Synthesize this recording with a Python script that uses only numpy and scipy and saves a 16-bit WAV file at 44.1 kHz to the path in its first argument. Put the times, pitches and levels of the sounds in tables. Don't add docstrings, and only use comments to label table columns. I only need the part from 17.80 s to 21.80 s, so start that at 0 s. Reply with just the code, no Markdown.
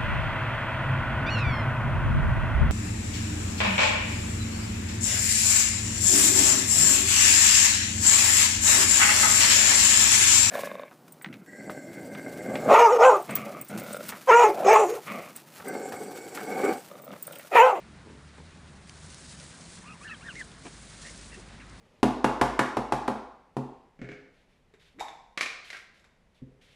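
import sys
import numpy as np
from scipy import signal
from scipy.fft import rfft, irfft
from scipy.io import wavfile

SR = 44100
rng = np.random.default_rng(int(sys.argv[2]) if len(sys.argv) > 2 else 0)


def master(y):
    cut = np.clip(np.atleast_2d(y).T, -1, 1)
    pcm = np.round(cut * 32767)
    wavfile.write(sys.argv[1], SR, pcm.astype(np.int16))


N = 176400
T = np.arange(N) / SR
TOP_HZ = 10450

# frequency in Hz, relative spectral level in dB.
AIR_COLOUR = [(22, -17), (40, -5.5), (70, -2.5), (105, -3.5), (150, 1), (205, -1), (290, -7), (500, -14),
              (900, -14), (1600, -14), (2300, -17), (2900, -21.5), (4000, -21.5), (7000, -32), (10500, -37)]
# time in seconds, level in dB.
AIR_RIDE = [(0, -52), (.3, -52.5), (1.2, -51.5), (2.2, -50.5), (3, -50.5), (4, -49.5)]
MID_ENGINE_RIDE = [(0, -63), (.17, -55), (.75, -55.5), (1.28, -55), (1.36, -59.5), (2.4, -71), (4, -63.5)]
HIGH_ENGINE_RIDE = [(0, -77), (1.5, -75), (1.8, -58), (2.3, -58), (2.5, -65.5), (4, -70.5)]
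LOW_ENGINE_RIDE = [(0, -75), (1.7, -78), (2.4, -61), (2.9, -60), (3.3, -53.5), (4, -53)]
# frequency in Hz, relative spectral level in dB.
HISS_COLOUR = [(300, -18), (550, 6), (800, -13), (1500, -0.5), (2600, -2), (4000, 3), (6000, 2.5),
               (8300, 3), (9500, 2), (10500, -7.5)]
# time in seconds, level in dB.
HISS_RIDE = [(0, -68.5), (.6, -64), (1.06, -62.5), (1.1, -57.5), (1.22, -54.5), (1.245, -50.5), (1.28, -55),
             (1.305, -49), (1.335, -52.5), (1.475, -50.5), (1.525, -48), (1.56, -55), (1.615, -48),
             (1.7, -53.5), (1.815, -51), (1.85, -55), (1.89, -53), (1.922, -48.5), (1.96, -51), (2.04, -55),
             (2.18, -61), (2.235, -52), (2.28, -59), (2.38, -58.5), (2.52, -55), (2.575, -52.5),
             (2.603, -48), (2.635, -55), (2.77, -59.5), (2.86, -53.5), (3.02, -53), (3.19, -51),
             (3.225, -47), (3.3, -48), (3.345, -51.5), (3.43, -51.5), (3.55, -54), (3.68, -59.5),
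             (3.8, -64.5), (4, -61.5)]
# centre and length in seconds, pulse rate in Hz, level in dB,
# high cut in Hz, chest and mouth resonances in Hz, mouth gain in dB.
GRUNTS = [(.312, .125, 104, -52, 950, 270, 880, -14), (.604, .058, 108, -49, 950, 240, 830, -13),
          (2.563, .05, 155, -51.5, 700, 290, 650, -15), (2.865, .036, 300, -42.5, 3000, 305, 690, -9),
          (3.59, .04, 350, -48, 700, 325, 640, -14)]
# centre in Hz, width in Hz, gain in dB.
THROAT_RESONANCES = [(400, 70, -4), (900, 140, -17), (1600, 140, -18), (2370, 240, -11)]
# start in seconds, peak in dB, band centre in Hz, decay in seconds.
GRASS_TICKS = [(1.074, -43, 6500, 0.0018), (1.095, -33, 3400, 0.0016), (1.345, -31.5, 5800, 0.00095),
               (1.598, -40, 4500, 0.0053), (2.554, -40, 4000, .006), (2.716, -42, 3200, 0.0044),
               (3.377, -36, 7500, 0.0015), (3.897, -45.5, 6500, .004)]
# time in seconds, pitch in Hz, level in dB, octave's level in dB.
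PEEP_CONTOURS = [
    [(2.02, 845, -63, -69), (2.06, 1160, -53.5, -74), (2.095, 1260, -49.5, -51.5),
     (2.126, 1253, -49.5, -57), (2.137, 1122, -69, -73), (2.16, 934, -55, -75)],
    [(2.045, 2100, -65, -80), (2.07, 2720, -58, -80), (2.084, 2775, -56, -80), (2.095, 2600, -58, -80),
     (2.122, 2560, -57, -80), (2.135, 2840, -55, -80), (2.154, 1920, -71, -84)],
    [(2.208, 1083, -58, -67), (2.216, 1147, -48, -67), (2.236, 1280, -60, -51.5), (2.25, 1670, -44, -78),
     (2.27, 1803, -46, -79), (2.299, 1616, -49, -72), (2.318, 1907, -43.5, -78), (2.333, 1740, -45, -68),
     (2.348, 1603, -53, -50.5), (2.358, 1490, -56, -58)],
    [(2.277, 1395, -69, -49), (2.29, 1465, -55, -54), (2.301, 1310, -47.5, -43.5), (2.311, 1312, -52, -46),
     (2.321, 1331, -57, -41), (2.337, 1230, -47.5, -62), (2.345, 1140, -55, -52)],
    [(2.398, 932, -58, -64), (2.428, 1369, -57.5, -53.5), (2.44, 1550, -49, -75), (2.455, 1798, -52, -80),
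     (2.468, 1847, -46, -76), (2.479, 1807, -50.5, -54), (2.489, 1653, -38, -59),
     (2.502, 1458, -47.5, -47.5), (2.517, 1334, -61, -47.5), (2.53, 1040, -50, -64)],
    [(2.555, 1860, -46.5, -72), (2.56, 1980, -43.5, -64), (2.573, 2240, -45, -72), (2.583, 2160, -48, -77),
     (2.591, 2056, -44, -68), (2.602, 2060, -42.5, -61), (2.613, 1763, -35.5, -69),
     (2.622, 1590, -44.5, -52.5), (2.635, 1390, -64, -72)],
]
# third harmonic in dB against the octave,
# moment of the split in seconds, second whistle in dB against the first.
PEEP_SPLITS = [(-16, 2.055, -2), (-20, 2.08, -5), (-18, 2.272, -3), (-7.5, 2.295, -8), (-20, 2.474, -2),
               (-20, 2.592, -11)]
# centre and length in seconds, level in dB, upper tone in dB against
CHEEPS = [(3.272, 0.07, -49, -12, .15), (3.539, .05, -50.5, -3.5, 0), (3.81, 0.0412, -56.5, 0, -0.5)]
GOSLING_THROAT_HZ = (1923, 2730)


def undb(db):
    return 10 ** (np.asarray(db) / 20)


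def unit(x):
    return x / (np.std(x) + 1e-12)


def curve(rows, column=1):
    rows = np.array(rows, float)
    return np.interp(T, rows[:, 0], rows[:, column])


def wobble(rate_hz):
    f = np.arange(N // 2 + 1) * SR / N
    smoothing = np.exp(-(f / rate_hz) ** 2) * (f > 0)
    return unit(irfft(rfft(rng.standard_normal(N)) * smoothing, N))


def unsteady_phase(hz, jitter, rate_hz):
    return 2 * np.pi * np.cumsum(hz * (1 + jitter * wobble(rate_hz))) / SR


def resonance(x, hz, width_hz):
    return signal.lfilter(*signal.iirpeak(hz, hz / width_hz, fs=SR), x)


def swell(centre, length):
    return np.exp(-np.abs(2 * (T - centre) / length) ** 3)


def turbulence(colour, flicker_db, rate_hz):
    octaves = np.log2(np.maximum(np.arange(N // 2 + 1) * SR / N, 1))
    hz, db = np.array(colour, float).T
    spectrum = rfft(rng.standard_normal(N)) * undb(np.interp(octaves, np.log2(hz), db))
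    centres = np.log2(TOP_HZ) - np.arange(9)[::-1]
    bands = (irfft(spectrum * np.interp(octaves, centres, solo), N) for solo in np.eye(9))
    return unit(sum(band * undb(flicker_db * wobble(rate_hz)) for band in bands))


def outdoor_air():
    return turbulence(AIR_COLOUR, flicker_db=1.5, rate_hz=23) * undb(curve(AIR_RIDE))


def engine_hum(ride, hz, drift, waver_db, octave_db):
    phase = unsteady_phase(hz, drift, rate_hz=10.35)
    tone = np.sqrt(2) * (np.sin(phase) + undb(octave_db) * np.sin(2 * phase))
    return tone * undb(curve(ride) + waver_db * wobble(14.4))


def goose_hiss(surge_db=1.05):
    breath = turbulence(HISS_COLOUR, flicker_db=1.1, rate_hz=39)
    return breath * undb(curve(HISS_RIDE) + surge_db * wobble(130))


def goose_grunts(shimmer_db=2.5, breath_db=-6, chest_width_hz=100, mouth_width_hz=150):
    out = 0
    for centre, length, pulse_hz, db, high_cut_hz, chest_hz, mouth_hz, mouth_db in GRUNTS:
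        cycles = np.floor(unsteady_phase(pulse_hz, jitter=.2, rate_hz=262) / (2 * np.pi))
        pulses = unit(np.diff(cycles, prepend=0) * undb(shimmer_db * wobble(200)))
        source = pulses + undb(breath_db) * rng.standard_normal(N)
        formants = [(chest_hz, chest_width_hz, 0), (mouth_hz, mouth_width_hz, mouth_db)]
        formants += THROAT_RESONANCES
        voice = sum(undb(gain_db) * resonance(source, hz, width) for hz, width, gain_db in formants)
        band = signal.butter(2, [180, high_cut_hz], "band", fs=SR, output="sos")
        out += unit(signal.sosfilt(band, voice)) * swell(centre, length) * undb(db)
    return out


def grass_ticks():
    out = 0
    for start, peak_db, hz, decay in GRASS_TICKS:
        envelope = (T >= start) * np.exp(-np.abs(T - start) / decay)
        snap = resonance(rng.standard_normal(N) * envelope, hz, width_hz=.7 * hz)
        out += undb(peak_db) * snap / np.abs(snap).max()
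    return out


def gosling_peeps(fade_s=.0036, flutter_db=1.3, overtone_flutter_db=2, rasp=.25, split_ratio=.89):
    out = 0
    for contour, (third_db, split_at, second_db) in zip(PEEP_CONTOURS, PEEP_SPLITS):
        start, end = contour[0][0], contour[-1][0]
        gate = np.clip(np.minimum(T - start, end - T) / fade_s + 1, 0, 1)
        roughness = undb(flutter_db * wobble(130)) * (1 + rasp * wobble(600))
        pitch = curve(contour)
        phase = unsteady_phase(pitch, jitter=.02, rate_hz=260)
        second_phase = unsteady_phase(split_ratio * pitch, jitter=.02, rate_hz=260)
        split = swell(split_at, length=.027)
        whistle = np.sin(phase) + undb(second_db) * split * np.sin(second_phase)
        whistle *= undb(curve(contour, column=2))
        overtones = np.sin(2 * phase) + undb(third_db) * split * np.sin(3 * phase)
        overtones *= undb(curve(contour, column=3) + overtone_flutter_db * wobble(130))
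        out += np.sqrt(2) * gate * roughness * (whistle + overtones)
    return out


def ground_scatter(x, wet_db=-15, decay_s=.012):
    tail = rng.standard_normal(N) * np.exp(-T / decay_s)
    return x + undb(wet_db) * signal.fftconvolve(x, tail / np.linalg.norm(tail))[:N]


def gosling_cheeps(rasp=.55):
    out = 0
    for centre, length, db, upper_db, rise in CHEEPS:
        glide = 1 + rise * np.clip((T - centre) / length, -.5, .5)
        for hz, tone_db in zip(GOSLING_THROAT_HZ, (0, upper_db)):
            tone = np.sin(unsteady_phase(hz * glide, jitter=.05, rate_hz=400))
            hoarse = unit(tone * (1 + rasp * wobble(250)))
            out += hoarse * swell(centre, length) * undb(db + tone_db)
    return out


def scene():
    bed = outdoor_air()
    bed += engine_hum(MID_ENGINE_RIDE, hz=73.5, drift=.0712, waver_db=1.5, octave_db=-5)
    bed += engine_hum(HIGH_ENGINE_RIDE, hz=169.1, drift=.022, waver_db=1.5, octave_db=-33)
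    bed += engine_hum(LOW_ENGINE_RIDE, hz=51.8, drift=.019, waver_db=1, octave_db=-10)
    mono = bed + goose_hiss() + goose_grunts() + grass_ticks()
    mono += ground_scatter(gosling_peeps()) + gosling_cheeps()
    return np.array([mono, mono])


def record(dry):
    return signal.sosfilt(signal.ellip(12, .2, 70, TOP_HZ, fs=SR, output="sos"), dry)


dry = scene()
out = record(dry)
master(out)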